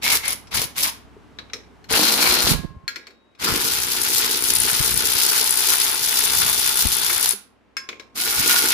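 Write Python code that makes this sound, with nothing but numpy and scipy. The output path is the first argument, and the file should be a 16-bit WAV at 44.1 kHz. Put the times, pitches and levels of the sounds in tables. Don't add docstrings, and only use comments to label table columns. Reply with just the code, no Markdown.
import sys
import numpy as np
from scipy import signal
from scipy.fft import rfft, irfft, next_fast_len
from scipy.io import wavfile
from scipy.ndimage import uniform_filter1d

SR = 44100
rng = np.random.default_rng(int(sys.argv[2]) if len(sys.argv) > 2 else 0)


def invert_db(x):
    u = np.asarray(x, float) / 20
    return 10 ** u


def store_wav(level_fs):
    pcm = np.round(np.clip(np.atleast_2d(level_fs), -1, 1) * 32767)
    wavfile.write(sys.argv[1], SR, pcm.T.astype(np.int16))


N = 384993
T = np.arange(N) / SR

# (start [s], stop [s], relative rattle level [dB], rise time constant [s], drift [dB/s])
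PULLS = [(0.021, 0.156, -21.5, .011, 9), (0.229, 0.326, -19, 0.029, -82), (0.514, 0.637, -17, 0.023, -69.5),
         (0.755, 0.879, -21.5, 0.016, 0.5), (1.893, 2.525, -20, 0.0087, -1),
         (3.392, 7.315, -24.5, 0.034, 0.7947), (8.15, 8.732, -26, 0.0061, 8.5)]
# (time of one pawl stroke [s], full speed [strokes/s], spin-up time [s])
CRANK = [(.1, 46, .06), (.28, 46, .06), (.569, 46, .06), (.829, 47, .06), (2.3385, 61.5, .13),
         (4.973, 61.74, .17), (8.6215, 61.8, .1)]
# (lower resonance gain [dB], upper resonance gain [dB],
# rattle left over right [dB])
GRIP = [(-18, 7.5, 1), (-8, 1, 1.05), (-11.5, -6, 1.8), (-24, -4, 0.92), (0.5, -12.5, 3), (1, -23, 2.8),
        (-5, -1.5, 0.46)]
# (housing growl re rattle [dB], hum re rattle [dB], surge of the hum as the bolt resists [dB],
# hum left over right [dB])
STRAIN = [(9.5, -16, -7.5, 0), (4, -20, 2, 0.5), (5, -21.5, 1, 13), (2.5, -33, -6, 18), (6, -11, 3.5, -0.5),
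          (0.5, -17.5, 17, -4.5), (2, -17, -3, -4.5)]
# (time [s], change of rattle [dB])
LOAD = [(3.4, -0.5), (4.3, 1.5), (5.3, 2), (6.4, 1), (6.9, -2.5), (8.15, 0), (8.52, 3.5), (8.73, -0.5)]
# (time [s], drop of the rattle [dB])
SLIPS = [(2.129, 4), (2.439, 5), (3.87, 3.5), (4.412, 6.5), (4.938, 7), (5.489, 4.5), (5.971, 7),
         (7.291, 3)]
# (time [s], share of speed lost [1], Gaussian half width [s])
SAGS = [(6.04, .004, .06), (6.54, .006, .09)]
# (frequency [Hz], density [dB])
RATTLE_SPECTRUM = [(290, -25), (500, -17), (595, -11.5), (880, -2.5), (1180, -3.5), (1400, -4), (1870, -2),
                   (4940, 4.5), (8450, -2), (10200, 2), (15100, 1), (16000, -22.5)]
# (frequency [Hz], width [Hz])
HOUSING = [(1425, 150), (2200, 130)]
# (peak time [s], frequency [Hz], width [Hz], gain [dB],
# Gaussian half length [s])
SINGS = [(0.251, 2130, 119.8, 12.5, 0.04), (0.886, 994, 151.5, 13.5, 0.018), (2.207, 4180, 349, 0.5, 0.37),
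         (2.248, 1086, 90, 4.5, 0.033), (2.264, 2310, 130, 12.5, 0.033), (3.479, 1314, 253, 10.5, .02),
         (3.477, 4690, 499, 9, 0.011), (5.299, 5000, 1200, -9.5, .1), (8.553, 1437, 29.54, 14.5, 0.53)]
# (frequency [Hz], width [Hz])
PAWL_MODES = [(9380, 450), (10250, 500)]
# (time [s], relative level [dB],
# upper over lower resonance [dB])
BITE = [(.1, -12, 2), (.29, -2.5, 12), (.58, -6.5, 11), (.83, -8, 8), (2.2, -11.5, 6), (3.6, -10.5, 5),
        (4.25, -13, 11), (4.55, -1, 5), (4.78, -8.5, -14), (5.0, -6.5, 3.5), (5.9, -5, 5.5),
        (6.05, -11.5, 9.5), (6.27, -2, -1.5), (6.5, -4.5, 4), (6.8, -3.5, -1), (7.25, -1.5, 8.5),
        (8.2, -9.5, -1.5), (8.73, -7, 5)]
# (time [s], level re a usual snap [dB])
HARD_SNAPS = [(0.279, 7.5), (0.545, 4.5), (4.974, 9), (5.506, 10), (7.29, 3.5), (7.339, -2.5),
              (8.211, 10.5)]
# (time [s], frequency [Hz])
HUM_CENTRE = [(1.95, 370), (2.03, 264), (2.35, 325), (2.53, 221), (3.5, 309), (4.6, 384), (7.3, 384),
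              (8.4, 335)]
# (multiple of crank speed [1], mean level re rattle [dB])
WHINE = [(4.0, -38), (5.0, -37), (6.0, -34), (7.0, -29), (10.55, -37), (14.24, -28)]
# (time [s], mean level re rattle [dB])
MESH = [(3.5, -30), (5.4, -27), (5.8, -20), (6.55, -15.5), (7.3, -20), (8, -40)]
# (time [s], strength [dB], pipe
# ring re strength [dB], socket ring re strength [dB], upper edge of the crack [Hz])
CLINKS = [(0.471, -32.5, -27, -23.5, 6500), (1.3869, -17.5, -37.5, -50.5, 3960),
          (1.498, -32, -37, -36, 3000), (1.5336, -12, -41, -32, 5900), (1.842, -36.5, -27, -12.5, 5140),
          (2.8789, -23, -28, 2, 5900), (2.959, -20, -28, -11, 4400), (3.069, -26.5, -34, -21, 4600),
          (3.106, -41, -25, -13, 4970), (3.35, -43.5, -23, -20, 5130), (3.3765, -44, -27, -23, 2000),
          (3.424, -15, -28, -31.5, 9000), (7.097, -8, -23, -27, 2190), (7.7678, -22.5, 0, -34, 5030),
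          (7.8887, -14.5, -32, -38, 4500), (7.928, -24, -38, -35, 2800), (7.997, -23.5, -22, -33, 4940)]
# (frequency [Hz], level [dB], 60 dB decay time [s])
PIPE = [(1066, -27, 1.4), (5190, -3, .11), (1346, -15, .1), (5378, -17, .15), (1610, -12, .2),
        (3413, -18, .12), (2180, -10, .12), (2450, -11, .06), (3919, -15, .07), (2300, -15, .08),
        (4436, -17, .15), (5728, -22, .15), (6519, -16, .12), (7381, -22, .15), (12130, -24, .08)]
# (frequency [Hz], level [dB], 60 dB decay time [s])
SOCKET = [(1658, -23, .5), (3805, -41, 2.2), (3348, -18, .1), (4242, -1, .065), (1911, -12, .12),
          (5125, -18, .18), (4414, -9, .07), (2299, -16, .13), (1400, -17, .14), (1516, -18, .12),
          (6810, -24, .11), (8107, -22, .06), (7440, -19, .09)]
# (time [s], strength [dB], frequency [Hz], 60 dB decay time [s])
THUDS = [(1.166, -37, 397, 0.06), (2.765, -25.5, 83.4, 0.061), (4.804, -21, 277, 0.012),
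         (7.335, -29.5, 400, 0.05), (7.338, -44, 201, 0.23)]
# (peak time [s], level [dB], twice the rise time constant [s],
# left over right [dB])
SWELLS = [(0.174, -33.5, 0.015, 9.5), (0.562, -37.5, 0.023, 28), (1.93, -32, 0.026, 9),
          (2.3, -35.5, 0.015, 17), (2.516, -27, 0.082, -26), (3.51, -26, 0.029, -1),
          (3.769, -45, 0.12, 6.5), (4.599, -43.5, 0.14, 16), (4.805, -26.5, 0.0057, 23),
          (4.94, -46.5, 0.093, 31), (6.4, -42, 0.091, 16.5), (6.858, -35.5, 0.028, 21),
          (8.386, -39, 0.026, 21)]
# (frequency [Hz], density [dB])
DRONE = [(71, -32.5), (120, -14), (291, -5.5), (318, -15), (441, -9), (482, -20), (958, -16), (9000, -42.5),
         (11700, -47), (16000, -55)]
# (frequency [Hz], amplitude re drone rms [dB])
DRONE_TONES = [(63, -0.5), (100, -3.5)]
# (time [s], level [dB])
DRONE_LEVEL = [(0, -49), (1.9, -53), (2.8, -59), (3.2, -68.5), (7.8, -66.5), (8.0, -61.5), (8.73, -61)]
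# (frequency [Hz], density [dB])
ROOM_TONE = [(25, -25), (153, -20.5), (190, -11), (212, 0.5), (363, -5), (2610, -19.5), (16000, -53)]

RISE_DB, EARLY_GROWL = 29, 0.58
SURGE_S, SURGE_GROWL, HUM_FADE_DB_PER_S = 0.074, 0.46, 2.5
SLIP_S, RECOVER_S = 0.039, 0.082
SLIP_GROWL, SLIP_HUM = 0.13, 0.94
PATCHY_DB = 2.3
HUM_OCTAVES, HUM_SKIRT = 0.65, 0.2
RETURN_BEAT, REGRIP_S = 0.55, 3.0
MESH_ORDER = 57.08
KNOCK_S, KNOCK_DB = 2.557, -14.5
THICKET_DB, THICKET_DB_PER_OCTAVE, THICKET_T60_S = -20.5, -4.5, 0.1
CRACK_T60_S = 0.073
DEAD_DB, LEFT_DB, LEFT_PER_DB, LEFTMOST_DB = -32, 3, 0.25, 14.5
FRAME_DB, FRAME_T60_S = -30.5, 0.4
SWELL_TAIL, RUNNING_DB, IDLE_RE_DRONE_DB = 1.77, -49.5, -6
ROOM_TONE_DB = -60
ROOM_T60_S, WALL_CUT_HZ, ROOM_DB = 0.41, 2020, -16


def crank():
    gate, turns, levels, grip = np.zeros(N), np.zeros(N), np.zeros((4, N)), np.zeros((3, N))
    for pull, (stroke_s, speed, spin_s), strain, grip_db in zip(PULLS, CRANK, STRAIN, GRIP):
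        start, stop, level_db, rise_s, drift = pull
        growl_db, hum_db, surge_peak_db, hum_pan_db = strain
        on = (T >= start - 0.01) & (T < stop + 0.04)

        def turned(s):
            return speed * (s + 0.35 * spin_s * np.exp((start - s) / spin_s))

        turns[on] = turned(T[on]) - turned(stroke_s)
        since = np.maximum(T[on] - start, 0)
        early_db = RISE_DB * np.exp(-since / rise_s)
        surge_db = surge_peak_db * since / SURGE_S * np.exp(1 - since / SURGE_S)
        load_db = np.interp(T[on], *np.transpose(LOAD))
        levels[0, on] = level_db - early_db + drift * since + load_db
        levels[1, on] = growl_db + EARLY_GROWL * early_db + SURGE_GROWL * surge_db
        levels[2, on] = hum_db + surge_db - HUM_FADE_DB_PER_S * since
        levels[3, on] = hum_pan_db
        grip[:, on] = np.array(grip_db)[:, None]
        gate += np.interp(T, [start - 0.008, start + 0.009, stop, stop + 0.029], [0, 1, 1, 0])
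    lost = sum(share * np.exp(-((T - s) / width) ** 2) for s, share, width in SAGS)
    turns = turns - np.cumsum(lost * np.diff(turns, prepend=0))
    slip_db = sum(drop_db * hump(s, SLIP_S, RECOVER_S) for s, drop_db in SLIPS)
    levels = levels + np.outer([-1, SLIP_GROWL, SLIP_HUM, 0], slip_db)
    return gate, turns, levels, slip_db, grip


def gear_rattle(turns, on, growl_db, boost_db):
    reversal = np.diff(np.floor(turns - 0.02), prepend=0) == 1
    reversal = reversal * invert_db(4.56 * rng.standard_normal(N))
    load = invert_db(np.cos(2 * np.pi * (turns - 0.2))) + 0.13 * dying(reversal, 0.41)
    clumps = invert_db(2.4 * rms_one(band(rng.standard_normal(N), 40, 300)))
    heights = invert_db(1.7 * np.minimum(rng.exponential(1, (2, N)), 5))
    grains = heights * rng.standard_normal((2, N)) * load * clumps
    teeth = patchy(coloured(grains, RATTLE_SPECTRUM))
    sung = 0
    for s, hz, width, gain_db, half_s in SINGS:
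        sung = sung + np.exp(-((T - s) / half_s) ** 2) * resonances(teeth, [(hz, width, gain_db)])
    housing = resonances(teeth, [(hz, width, gain) for gain, (hz, width) in zip(boost_db, HOUSING)])
    teeth = teeth + sung + housing
    low = signal.lfilter(*signal.butter(1, 2500, fs=SR), teeth)
    growl_db = growl_db + 0.57 * rms_one(band(rng.standard_normal(N), 2.3, 7.2))
    return (teeth + (invert_db(growl_db) - 1) * low) / np.std(band(teeth, 1500, 11900)[:, on])


def patchy(x):
    lows = [signal.sosfilt(signal.butter(2, hz, fs=SR, output="sos"), x) for hz in (1200, 2400, 4000, 6500)]
    parts = np.diff([0 * x] + lows + [x], axis=0)
    return sum(part * invert_db(PATCHY_DB * rms_one(band(rng.standard_normal(N), 1.6, 20.1))) for part in parts)


def pawl_snaps(strokes, luck, pawl_db, upper_db, on):
    snaps = np.zeros(N)
    first = strokes + (0.0006 * SR * luck[:, 0]).astype(int)
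    second = strokes + ((0.002 + 0.002 * luck[:, 2]) * SR).astype(int)
    snaps[np.clip(first, 0, N - 1)] = invert_db(2.8 * luck[:, 1])
    snaps[np.clip(second, 0, N - 1)] += invert_db(-5 + 4.0 * luck[:, 3])
    hard_s, hard_db = np.transpose(HARD_SNAPS)
    snaps[(hard_s * SR).astype(int)] = invert_db(hard_db)
    envelope = uniform_filter1d(dying(snaps, 0.011), size=80, origin=39)
    burst = envelope * rng.standard_normal((2, N))
    ends = resonances(burst, [(*PAWL_MODES[0], -upper_db / 2), (*PAWL_MODES[1], upper_db / 2)])
    pawl = resonances(ends, [(9820, 1300, 0)]) + 0.2 * band(burst, 6700, 12000)
    return invert_db(pawl_db - 3.5) * pawl / np.std(pawl[:, on])


def frame_hum(strokes, luck, on):
    beats = np.zeros(N)
    beats[strokes] = invert_db(4.9 * luck[:, 4])
    halfway = strokes[:-1] + np.minimum(np.diff(strokes), SR // 40) // 2
    early = strokes[:-1] < REGRIP_S * SR
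    beats[np.minimum(halfway, N - 1)] = RETURN_BEAT * early * invert_db(2.0 * luck[:-1, 1])
    frame = beats / np.std(beats[on]) + 0.55 * rng.standard_normal(N) + 0.6 * rng.standard_normal((2, N))
    centre_hz, edges = np.interp(T, *np.transpose(HUM_CENTRE)), np.geomspace(175, 465, num=7)
    hum = 0
    for low, high in zip(edges, edges[1:]):
        octaves = np.log2(np.sqrt(low * high) / centre_hz)
        hum = hum + band(frame, low, high) * np.exp(-(octaves / HUM_OCTAVES) ** 2)
    hum = band(hum, 170, 470) + HUM_SKIRT * (T < REGRIP_S) * band(frame, 480, 1100)
    hum = hum * invert_db(1.9 * rms_one(band(rng.standard_normal(N), 5.3, 12.8)))
    return hum / np.std(hum[:, on])


def motor_whine(turns):
    tones = WHINE + [(MESH_ORDER, np.interp(T, *np.transpose(MESH)))]
    waver = [2.5 * rms_one(band(row, 2.5, 25)) for row in rng.standard_normal((len(tones), N))]
    waver[-1] = 0.25 * waver[-1]
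    whine = 0
    for (order, level_db), waver_db in zip(tones, waver):
        whine = whine + invert_db(level_db + waver_db) * np.sqrt(2) * np.sin(2 * np.pi * order * turns)
    return whine


def ratchet():
    gate, turns, (rattle_db, growl_db, hum_db, hum_pan_db), slip_db, (*boost_db, pan_db) = crank()
    on = gate > 0.5
    rattle = gear_rattle(turns, on, growl_db, boost_db)
    strokes = np.nonzero((np.diff(np.floor(turns + 0.04)) == 1) & (gate[1:] > 0.1))[0]
    luck = rng.standard_normal((len(strokes), 5))
    bite_s, bite_db, upper_db = np.transpose(BITE)
    pawl_db = np.interp(T, bite_s, bite_db) + 0.78 * slip_db
    pawl = pawl_snaps(strokes, luck, pawl_db, np.interp(T, bite_s, upper_db), on)
    hum = invert_db(hum_db) * frame_hum(strokes, luck, on)
    tool = panned(rattle + motor_whine(turns), pan_db) + panned(pawl, 17.1) + panned(hum, hum_pan_db)
    jolts = np.zeros(N)
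    jolts[strokes] = invert_db(1.8 * luck[:, 4])
    return tool * gate * invert_db(rattle_db + 1.5), gate, jolts


def head_knock():
    knock = invert_db(KNOCK_DB) * (np.arange(N) == round(KNOCK_S * SR))
    rung = sum(invert_db(level_db) * ring(knock, hz, t60) for hz, level_db, t60 in (PIPE[0], SOCKET[0]))
    return rung * [[1], [0.5]]


def struck_modes(at, rows, sides):
    out, lasting = np.zeros((2, 2, N))
    for modes, ring_db in ((PIPE, rows[:, 2]), (SOCKET, rows[:, 3])):
        luck = rng.standard_normal((len(rows), len(modes)))
        for k, (hz, level_db, t60) in enumerate(modes):
            clicks = np.zeros((2, N))
            phase = -1 if k % 3 == 2 else 1
            clicks[:, at] = sides * invert_db(rows[:, 1] + ring_db + level_db + 1.5 * luck[:, k]) * [[1], [phase]]
            target = lasting if t60 > 0.9 else out
            target += ring(clicks, hz, t60)
    return out, lasting


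def mode_thicket(at, rows):
    out, span = np.zeros((2, N)), np.arange(SR // 4)
    hz = 1300 * 2 ** rng.uniform(0, 3.5, (90, 1))
    level_db = THICKET_DB_PER_OCTAVE * np.log2(hz / 4000) - 60 * span / SR / THICKET_T60_S
    faint = invert_db(level_db) * np.sin(2 * np.pi * hz * span / SR)
    struck = rng.standard_normal((len(rows), 2, len(hz)))
    for i, weights, touch_db in zip(at, struck, rows[:, 1] + rows[:, 2:4].max(axis=1)):
        out[:, i + span] += invert_db(touch_db + THICKET_DB) * (weights @ faint)
    return out


def cracks(at, rows, sides):
    out, span = np.zeros((2, N)), np.arange(SR // 4)
    shades_db = 10.0 * rng.standard_normal((len(rows), len(PIPE)))
    fall_db = -60 * span / SR / CRACK_T60_S
    for i, side, peak_db, top_hz, shade_db in zip(at, sides.T, rows[:, 1], rows[:, 4], shades_db):
        hiss = rng.standard_normal((2, len(span)))
        crack = rms_one(band(hiss, 990, top_hz) + 0.18 * (top_hz / 6000) ** 2 * hiss[::-1])
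        damped = resonances(crack, [(mode[0], 220, db) for mode, db in zip(PIPE, shade_db)])
        out[:, i + span] += invert_db(peak_db - 10.0 + fall_db) * side[:, None] * rms_one(crack + damped)
    return out


def frame_murmur(at, rows):
    shaken = np.zeros(N)
    shaken[at] = invert_db(rows[:, 1] + FRAME_DB)
    hiss = rng.standard_normal((2, N))
    return rms_one(band(hiss + hiss.sum(axis=0), 270, 530)) * dying(shaken, FRAME_T60_S)


def clinks():
    rows = np.array(CLINKS)
    at = np.round(rows[:, 0] * SR).astype(int)
    free_db = rows[:, 2:4].max(axis=1) - DEAD_DB
    sides = invert_db(np.outer([0.5, -0.5], np.minimum(LEFT_DB + LEFT_PER_DB * free_db, LEFTMOST_DB)))
    out, lasting = struck_modes(at, rows, sides)
    out = out + mode_thicket(at, rows) + cracks(at, rows, sides)
    high_pass = signal.butter(5, 1080, "high", fs=SR, output="sos")
    return signal.sosfilt(high_pass, out) + frame_murmur(at, rows), lasting


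def thuds():
    out = np.zeros(N)
    for s, strength_db, hz, t60 in THUDS:
        click = np.zeros(N)
        click[round(s * SR)] = invert_db(strength_db)
        out += ring(click, hz, t60)
    return out


def rumble(gate, jolts):
    lumps = invert_db(5.5 * rms_one(band(rng.standard_normal((2, N)), 10.2, 27)))
    push = band(jolts, 41, 120)
    push = gate * push / np.std(push[gate > 0.5]) * [[0.8], [0.1]]
    noise = rng.standard_normal((3, N))
    low = push + rms_one(band((noise[1:] + 0.48 * noise[0]) * lumps, 27, 190))
    idle_db = IDLE_RE_DRONE_DB + np.interp(T, *np.transpose(DRONE_LEVEL))
    level = invert_db(RUNNING_DB) * gate + invert_db(idle_db)
    for s, level_db, length, pan_db in SWELLS:
        level = level + panned(invert_db(level_db) * hump(s, length / 2, SWELL_TAIL * length / 2), pan_db)
    return low * level


def shop():
    noise = rng.standard_normal((2, 3, N))
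    tones = sum(invert_db(db) * np.sin(2 * np.pi * hz * T + [[0], [1.6]]) for hz, db in DRONE_TONES)
    drone = coloured(noise[0, 1:] + 0.93 * noise[0, 0], DRONE) + tones
    tone = coloured(noise[1, 1:] + 0.63 * noise[1, 0], ROOM_TONE)
    return invert_db(ROOM_TONE_DB) * tone + invert_db(np.interp(T, *np.transpose(DRONE_LEVEL))) * drone


def room(x):
    size = next_fast_len(N + SR)
    w = 2 * np.pi * np.arange(size // 2 + 1) / size
    dull = 1 / (1 + 1j * w * SR / (2 * np.pi * WALL_CUT_HZ))
    walls = np.zeros((2, len(w)), complex)
    for k, lag in enumerate(rng.uniform(0.012, 0.037, 12)):
        loop = invert_db(-60 * lag / ROOM_T60_S) * dull ** (lag / 0.15) * np.exp(-1j * w * round(lag * SR))
        walls[k % 2] += (-1) ** (k // 2) * loop / (1 - loop)
    return irfft(rfft(x, size) * walls, size)[:, :N]


def rms_one(x):
    return x / np.sqrt(np.mean(x ** 2) + 1e-20)


def band(x, low_hz, high_hz):
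    return signal.sosfilt(signal.butter(2, [low_hz, high_hz], "band", fs=SR, output="sos"), x)


def coloured(x, spectrum):
    size = next_fast_len(N)
    hz, level_db = np.transpose(spectrum)
    bins_hz = np.arange(size // 2 + 1) * SR / size
    gain = invert_db(np.interp(np.log(bins_hz + 1), np.log(hz), level_db))
    return rms_one(irfft(rfft(x, size) * gain, size)[..., :N])


def resonances(x, peaks):
    out = 0
    for hz, width, level_db in peaks:
        r = np.exp(-np.pi * width / SR)
        top, bottom = [(1 - r * r) / 2, 0, (r * r - 1) / 2], [1, -2 * r * np.cos(2 * np.pi * hz / SR), r * r]
        out = out + invert_db(level_db) * signal.lfilter(top, bottom, x)
    return out


def ring(clicks, hz, t60):
    r, w = invert_db(-60 / (t60 * SR)), 2 * np.pi * hz / SR
    return signal.lfilter([0, np.sin(w)], [1, -2 * r * np.cos(w), r * r], clicks + 1e-18)


def dying(clicks, t60):
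    return signal.lfilter([1], [1, -invert_db(-60 / (t60 * SR))], clicks + 1e-18)


def hump(peak_s, rise_s, fall_s):
    t = T - peak_s
    return np.exp(np.where(t < 0, t / rise_s, -t / fall_s))


def panned(x, pan_db):
    return x * invert_db(np.array([pan_db / 2, -pan_db / 2]).reshape(2, -1))


def scene():
    tool, gate, jolts = ratchet()
    touches, lasting = clinks()
    near = tool + touches
    close = rumble(gate, jolts) + head_knock()
    return near + invert_db(ROOM_DB) * room(near[::-1]) + lasting + close + thuds() + shop()


def low_pass(x):
    return signal.sosfilt(signal.butter(12, 16240, fs=SR, output="sos"), x)


def record(dry):
    rounded = np.tanh(signal.sosfilt(signal.butter(2, 34, "high", fs=SR, output="sos"), dry))
    mix = signal.sosfilt(signal.cheby2(10, 60, 16600, fs=SR, output="sos"), rounded)
    return low_pass(mix)


dry = scene()
out = record(dry)
store_wav(out)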